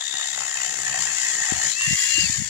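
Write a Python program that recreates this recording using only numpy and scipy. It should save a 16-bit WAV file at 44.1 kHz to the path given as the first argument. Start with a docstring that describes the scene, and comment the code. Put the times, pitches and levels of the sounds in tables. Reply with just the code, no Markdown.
"""Outdoors, close to a small battery chainsaw, on a phone's two microphones. The saw cuts a dead branch and
squeaks through; a motor whine rises, then sags and stops while the cutters keep biting. Each cutter bite is a
puff of rasp that rings the branch; chips tick, and wind pops on one microphone at a time. The left microphone
peaks near 7 kHz and hears late, the right one peaks near 1.9 kHz."""
import sys
import numpy as np
from scipy import signal
from scipy.fft import rfft, irfft
from scipy.io import wavfile
from scipy.ndimage import uniform_filter1d, map_coordinates

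SR = 44100
rng = np.random.default_rng(int(sys.argv[2]) if len(sys.argv) > 2 else 0)


def generate_wav(signal):
    """Clip the signal to [-1, 1] and save it as 16-bit WAV at the path in sys.argv[1]."""
    frames = np.transpose(np.atleast_2d(signal))
    scaled = np.clip(frames, -1, 1) * 32767
    pcm = np.round(scaled).astype(np.int16)
    wavfile.write(sys.argv[1], SR, pcm)


N = 110205
TIME_S = np.arange(N) / SR

# Pace of the cutters: time_s, bites_per_s
BITE_RATE = [(0, 69.04), (.215, 68.0), (.43, 66.9), (.645, 64.84), (.86, 64.27), (1.075, 62.61),
             (1.29, 58.73), (1.505, 61.05), (1.72, 59.18)]
# Steady rasp between the bites: time_s, ratio_to_bites
STEADY_RASP = [(0, 1.37), (1.0, 1.48), (1.25, 3.6), (1.7, 3.4), (1.75, 3.1)]
# Chain rasp: time_s, level_db, right_body_gain_db, right_treble_gain_db
RASP_LEVELS = [(0, -25.5, -3.5, -10), (.6, -23, 0, -6.5), (.95, -21.5, -2.5, -7), (1.26, -20.5, -1, -10),
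               (1.715, -18.5, -0.5, -8), (1.74, -24, -10, -11), (1.79, -21.5, 0.5, -9), (1.84, -20, 4, -4),
               (2.03, -17, 2.5, -1.5), (2.12, -17, 1, -1), (2.3, -19.5, -0.5, -5), (2.5, -25.5, -0.5, -5.5)]
# Colour of rasp and microphone together, each side: frequency_hz, gain_db
LEFT_COLOUR = [(620, -41.5), (700, -26), (1250, -24), (1700, -14), (2300, -18), (3000, -13), (3900, -15),
               (5500, -11.5), (6500, -4.5), (7000, 1.5), (7500, -1), (8000, -15), (9000, -17),
               (10500, -28.5), (15500, -43)]
RIGHT_COLOUR = [(600, -41.5), (1250, -42), (1500, -21.5), (1700, -11.5), (1850, -7), (2100, -12.5),
                (2280, -22), (2600, -27.5), (3600, -28.5), (4500, -31.5), (5500, -21.5), (6200, -26),
                (9500, -22), (11000, -28.5), (15500, -31)]

# Modes of the branch, its low shake, the chain, a sharp ring near 3.6 kHz, the guide bar
# and the bar's thin ring: pitch_hz, nominal_width_hz, relative_db
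BRANCH_MODES = [(758, 82, -0.5), (833, 192, 1), (1011, 690, 3), (2606, 200, 5)]
SHAKE_MODES = [(129, 22, -3), (179.5, 14.4, -5.5), (417, 340, 1)]
CHAIN_MODES = [(1858, 140, 5), (1639, 63, -1.5)]
SHARP_MODES = [(3690, 170, -4.5), (3430, 120, -14)]
BAR_MODES = [(4130, 90, -3), (4830, 80, -4)]
THIN_BAR_MODES = [(4560, 45, 0)]
# Ringing during the cut: time_s, branch_db, chain_db
CUT_LEVELS = [(0, -34, -42.5), (.07, -52.5, -51), (.18, -35.5, -45), (.3, -43.5, -52), (.43, -30.5, -68),
              (.5, -39.5, -41.5), (.63, -33, -51), (.82, -41, -47), (.95, -28.5, -35.5), (1.02, -36.5, -50),
              (1.08, -33.5, -36.5), (1.2, -39, -46.5), (1.45, -34.5, -32.5), (1.55, -31, -45),
              (1.67, -35, -43), (1.72, -55, -70)]
# The branch's shake and the sharp ring: time_s, level_db
SHAKE_LEVELS = [(0, -71), (.15, -48), (.24, -68), (.4, -46.5), (.5, -59.5), (.7, -48), (1.02, -45.5),
                (1.2, -54), (1.42, -44.5), (1.5, -74), (1.66, -39), (1.74, -59)]
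SHARP_LEVELS = [(0, -28), (.08, -27), (.33, -31.5), (.47, -50)]
# Guide bar ringing after the cut: time_s, bar_db, thin_ring_db
BAR_LEVELS = [(1.7, -50, -52), (2.05, -35, -42), (2.19, -27.5, -28), (2.27, -34, -26), (2.36, -48, -40)]
# How the rings reach the right microphone: frequency_hz, gain_db
RIGHT_RING_COLOUR = [(500, -0.5), (800, -2.5), (1250, 0), (1850, 19.5), (2250, 0.5), (5000, -8.5)]

# Wind rumble on the microphones: time_s, left_db, right_db
RUMBLE_LEVELS = [(0, -102, -68.5), (1.5, -55.5, -63), (1.56, -32.5, -49), (1.71, -74, -78),
                 (1.82, -49.5, -70), (1.95, -31, -56), (2.02, -119, -57), (2.12, -54, -49.5),
                 (2.2, -34, -34.5), (2.26, -49, -35.5), (2.38, -38.5, -61), (2.5, -42.5, -82)]
# Snaps of the cut end and ticks of chips: start_s, level_db
TICK_BLOWS = [(.494, -21), (.513, -17), (1.809, -11), (1.863, -19)]
# Modes those blows ring: pitch_hz, nominal_width_hz, gain_db
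CHIP_MODES = [(1160, 400, -11), (3000, 900, -1), (4700, 800, -5), (7100, 900, -2)]
# Wind pops: centre_s, envelope_db, pitch_hz, half_width_cycles, microphone (0 left, 1 right)
WIND_POPS = [(1.523, -8.5, 164, 0.23, 0), (1.881, -20.5, 147, 1.24, 0), (1.910, -16.5, 155, 0.46, 0),
             (1.93, -16.5, 146, 0.69, 0), (2.185, -23.5, 325, 1.53, 1), (2.24, -23, 177.5, 2.2, 1),
             (2.299, -15.5, 141, 0.33, 1), (2.388, -21.5, 123, 0.89, 0), (2.402, -24, 186, 1.05, 0),
             (2.421, -18, 173, 0.58, 0)]
# Whine of the motor: time_s, pitch_hz, left_db, right_db
MOTOR_WHINE = [(1.73, 2470, -48, -53), (1.77, 2655, -29.5, -41), (1.80, 2725, -25.5, -36),
               (1.83, 2753, -24, -22.5), (1.89, 2765, -24.5, -55), (1.93, 2765, -23, -22),
               (1.955, 2772, -47, -35), (2.01, 2778, -31, -35), (2.08, 2782, -28.5, -44),
               (2.16, 2783, -18.5, -38), (2.19, 2783, -18, -31), (2.233, 2785, -22, -36),
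               (2.272, 2540, -27.5, -46)]
# Gear tone: time_s, left_db, right_db
GEAR_LEVELS = [(1.77, -63, -45), (1.98, -44, -36), (2.05, -48, -39), (2.18, -44, -60), (2.22, -19.5, -54),
               (2.24, -64, -70)]
# Lateness of the left microphone as the saw swings aside: time_s, delay_s
LEFT_DELAY = [(1.75, .0007), (1.9, .00095)]


def undb(db):
    return 10 ** (np.asarray(db) / 20)


def unit(x):
    return x / np.sqrt(np.mean(x ** 2))


def curve(table, column=1):
    """One column of a table over time."""
    rows = np.array(table, float)
    return np.interp(TIME_S, rows[:, 0], rows[:, column])


def highpass(x, hz):
    return signal.sosfilt(signal.butter(2, hz, "high", fs=SR, output="sos"), x)


def colour(x, points):
    """Minimum-phase filter through (frequency_hz, gain_db) points."""
    points, size = np.array(points, float), 2048
    hz = np.maximum(np.arange(size // 2 + 1) * SR / size, 20)
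    gain_db = np.interp(np.log(hz), np.log(points[:, 0]), points[:, 1])
    cepstrum = irfft(np.log(undb(gain_db)))
    cepstrum[1:size // 2] *= 2
    cepstrum[size // 2 + 1:] = 0
    return signal.fftconvolve(x, irfft(np.exp(rfft(cepstrum))))[:N]


def resonate(x, hz, widths_hz):
    """Resonators in series, one for each width, with gain 1 at the centre."""
    for width in widths_hz:
        x = signal.lfilter(*signal.iirpeak(hz, hz / width, SR), x)
    return x


def cutter_bites(first_bite_s=.0087, jitter_cycles=.04, width_cycles=.18, scatter_db=1.3):
    """Cutters bite unevenly: gives the puff envelope, tooth strikes and bite number at each sample."""
    cycles = np.cumsum(curve(BITE_RATE)) / SR + 1.5 - first_bite_s * BITE_RATE[0][1]
    bite_number = cycles.astype(int)
    timing, force = rng.standard_normal((400, 2))[bite_number].T
    from_centre = cycles % 1 - .5 - jitter_cycles * timing
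    puffs = np.exp(-.5 * (from_centre / width_cycles) ** 2) * undb(scatter_db * force)
    at_centre = np.maximum(np.diff(np.sign(from_centre), prepend=1), 0)
    return unit(puffs), unit(at_centre * puffs), bite_number


def fill_between(puffs, steady):
    """Steady rasp fills the gaps between bites while the power stays about the same."""
    return (puffs + steady) / np.sqrt(1 + 2.03 * steady + steady ** 2)


def grit(unevenness_db=1):
    """Noise with uneven millisecond grains."""
    grains = unit(uniform_filter1d(rng.standard_normal(N), size=60))
    return unit(rng.standard_normal(N) * undb(unevenness_db * grains))


def shifting_peaks(x, depth_db=3.5, width_hz=170, length_s=.08):
    """Narrow peaks and dips come and go across the spectrum as the saw moves."""
    hz, times, spectrum = signal.stft(x, SR, nperseg=1024)
    patches = rng.standard_normal(spectrum.shape)
    for _ in range(2):
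        patches = uniform_filter1d(patches, size=round(width_hz / hz[1]), axis=0)
        patches = uniform_filter1d(patches, size=round(length_s / times[1] / 2), axis=1)
    patches = patches - uniform_filter1d(patches, size=20, axis=0)  # broad bands keep their level
    taper = np.clip(2 - hz / 5000, .4, 1)  # the top hiss stays smooth
    spectrum = spectrum * undb(depth_db * unit(patches) * taper[:, None])
    return unit(signal.istft(spectrum, SR, nperseg=1024)[1][:N])


def chain_rasp(puffs, treble_unlike=.97, unlike_above_hz=2200, pressure_db=.8, treble_hz=2640):
    """The chain rasps in puffs as the hand's pressure wavers; each microphone gets its own treble."""
    left_grit, other_grit = shifting_peaks(grit()), shifting_peaks(grit())
    swap = (np.sqrt(1 - treble_unlike ** 2) - 1) * left_grit + treble_unlike * other_grit
    right_grit = left_grit + highpass(swap, unlike_above_hz)
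    pressure = unit(uniform_filter1d(uniform_filter1d(rng.standard_normal(N), size=3000), size=3000))
    level = undb(curve(RASP_LEVELS) + pressure_db * pressure)
    envelope = fill_between(puffs, curve(STEADY_RASP)) * level
    left_rms = np.sqrt(np.mean(colour(left_grit, LEFT_COLOUR) ** 2))
    left = colour(left_grit * envelope, LEFT_COLOUR) / left_rms
    right = colour(right_grit * envelope, RIGHT_COLOUR) / left_rms
    treble = highpass(highpass(right, treble_hz), treble_hz)
    right = (right - treble) * undb(curve(RASP_LEVELS, 2)) + treble * undb(curve(RASP_LEVELS, 3))
    return np.array([left, right])


def ringing_body(drive, bite_number, modes, scatter_db=2.5, widen=1.2):
    """Each bite favours different modes; the favourites drift, more so in a body with many modes."""
    scatter, drift = rng.standard_normal((2, 400, len(modes)))
    drift = unit(uniform_filter1d(drift, size=7, axis=0))  # over seven bites
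    drift_db = 4 * min(len(modes) / 7, 1)
    shares = undb(scatter_db * scatter + drift_db * drift)
    sound = np.zeros(N)
    for k, (hz, width, db) in enumerate(modes):
        sound += undb(db) * unit(resonate(drive * shares[bite_number, k], hz, [widen * width] * 2))
    return unit(sound)


def wood_and_steel_rings(puffs, strikes, bite_number, strike_gain=1.8):
    """Rasp and sharp tooth strikes ring the branch, the chain and the guide bar."""
    bodies = [(BRANCH_MODES, curve(CUT_LEVELS, 1)), (CHAIN_MODES, curve(CUT_LEVELS, 2)),
              (SHARP_MODES, curve(SHARP_LEVELS)), (BAR_MODES, curve(BAR_LEVELS, 1)),
              (THIN_BAR_MODES, curve(BAR_LEVELS, 2)), (SHAKE_MODES, curve(SHAKE_LEVELS))]
    steady = curve(STEADY_RASP)
    envelope = fill_between(puffs, .5 * steady)  # the rings take less of the steady rasp
    sound = np.zeros(N)
    for modes, level_db in bodies:
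        drive = envelope * rng.standard_normal(N) + strike_gain * strikes / (1 + steady)
        sound += ringing_body(drive, bite_number, modes) * undb(level_db)
    return sound


def wind_rumble(centre_hz=77, widths_hz=(77, 154)):
    """Wind rumbles on each microphone separately, faint at first."""
    sides = []
    for column in (1, 2):
        rumble = resonate(rng.standard_normal(N), centre_hz, widths_hz)
        sides.append(undb(curve(RUMBLE_LEVELS, column)) * unit(highpass(rumble, hz=31)))
    return np.array(sides)


def chip_ticks():
    """The cut end snaps and chips tick: sharp blows ring a few short modes."""
    blows, sound = np.zeros((2, N))
    for start_s, level_db in TICK_BLOWS:
        blows[int(start_s * SR)] = undb(level_db)
    for hz, width, db in CHIP_MODES:
        makeup = np.e * SR / (2 * np.pi * width)  # restores the peak that the resonators spread out
        sound += undb(db) * makeup * resonate(blows, hz, [width] * 2)
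    return sound


def wind_pops():
    """Wind hits one microphone at a time with a short, low pop."""
    sound = np.zeros((2, N))
    for centre_s, db, hz, half_width, microphone in WIND_POPS:
        cycles = (TIME_S - centre_s) * hz
        envelope = undb(db) * np.exp(-(cycles / half_width) ** 2)
        sound[int(microphone)] -= envelope * np.sin(2 * np.pi * cycles)
    return sound


def breakthrough_squeak(centre_s=1.733, half_width_s=.022, left_db=-24, right_db=-38):
    """The chain breaks through with a rough, rising squeak."""
    progress = (TIME_S - centre_s) / half_width_s
    pitch_hz = 4080 + 150 * np.clip(progress, -3, 3)
    roughness = unit(uniform_filter1d(rng.standard_normal(N), size=70))
    squeak = np.exp(-progress ** 2) * roughness * np.sin(2 * np.pi * np.cumsum(pitch_hz) / SR)
    return squeak * undb([[left_db], [right_db]])


def motor_whine(gear_ratio=1.75, fade_s=.004):
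    """The motor sings a clean tone with a gear tone above; both sag and stop at the end."""
    start_s, end_s = MOTOR_WHINE[0][0], MOTOR_WHINE[-1][0]
    gate = np.clip(np.minimum(TIME_S - start_s, end_s - TIME_S) / fade_s, 0, 1)
    phase = 2 * np.pi * np.cumsum(curve(MOTOR_WHINE)) / SR
    motor = undb([curve(MOTOR_WHINE, 2), curve(MOTOR_WHINE, 3)]) * np.sin(phase)
    gear = undb([curve(GEAR_LEVELS, 1), curve(GEAR_LEVELS, 2)]) * np.sin(gear_ratio * phase)
    return np.sqrt(2) * gate * (motor + gear)


def scene():
    """The saw close by, reaching the left microphone just after the right, with wind on both."""
    puffs, strikes, bite_number = cutter_bites()
    rasp = chain_rasp(puffs)
    left_rings = wood_and_steel_rings(puffs, strikes, bite_number) + chip_ticks()
    right_only = wood_and_steel_rings(puffs, strikes, bite_number)
    right_rings = colour(.23 * left_rings + .33 * right_only, RIGHT_RING_COLOUR)
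    left, right = rasp + np.array([left_rings, right_rings]) + breakthrough_squeak() + motor_whine()
    late_left = map_coordinates(left, [np.arange(N) - curve(LEFT_DELAY) * SR], mode="mirror")
    return np.array([late_left, right]) + wind_rumble() + wind_pops()


def record(dry):
    """The phone cuts the bass below 50 Hz and the top above 15.75 kHz."""
    top_cut = signal.ellip(16, .3, 60, 15750, fs=SR, output="sos")
    return signal.sosfilt(top_cut, highpass(dry, hz=50))


dry = scene()
out = record(dry)
generate_wav(out)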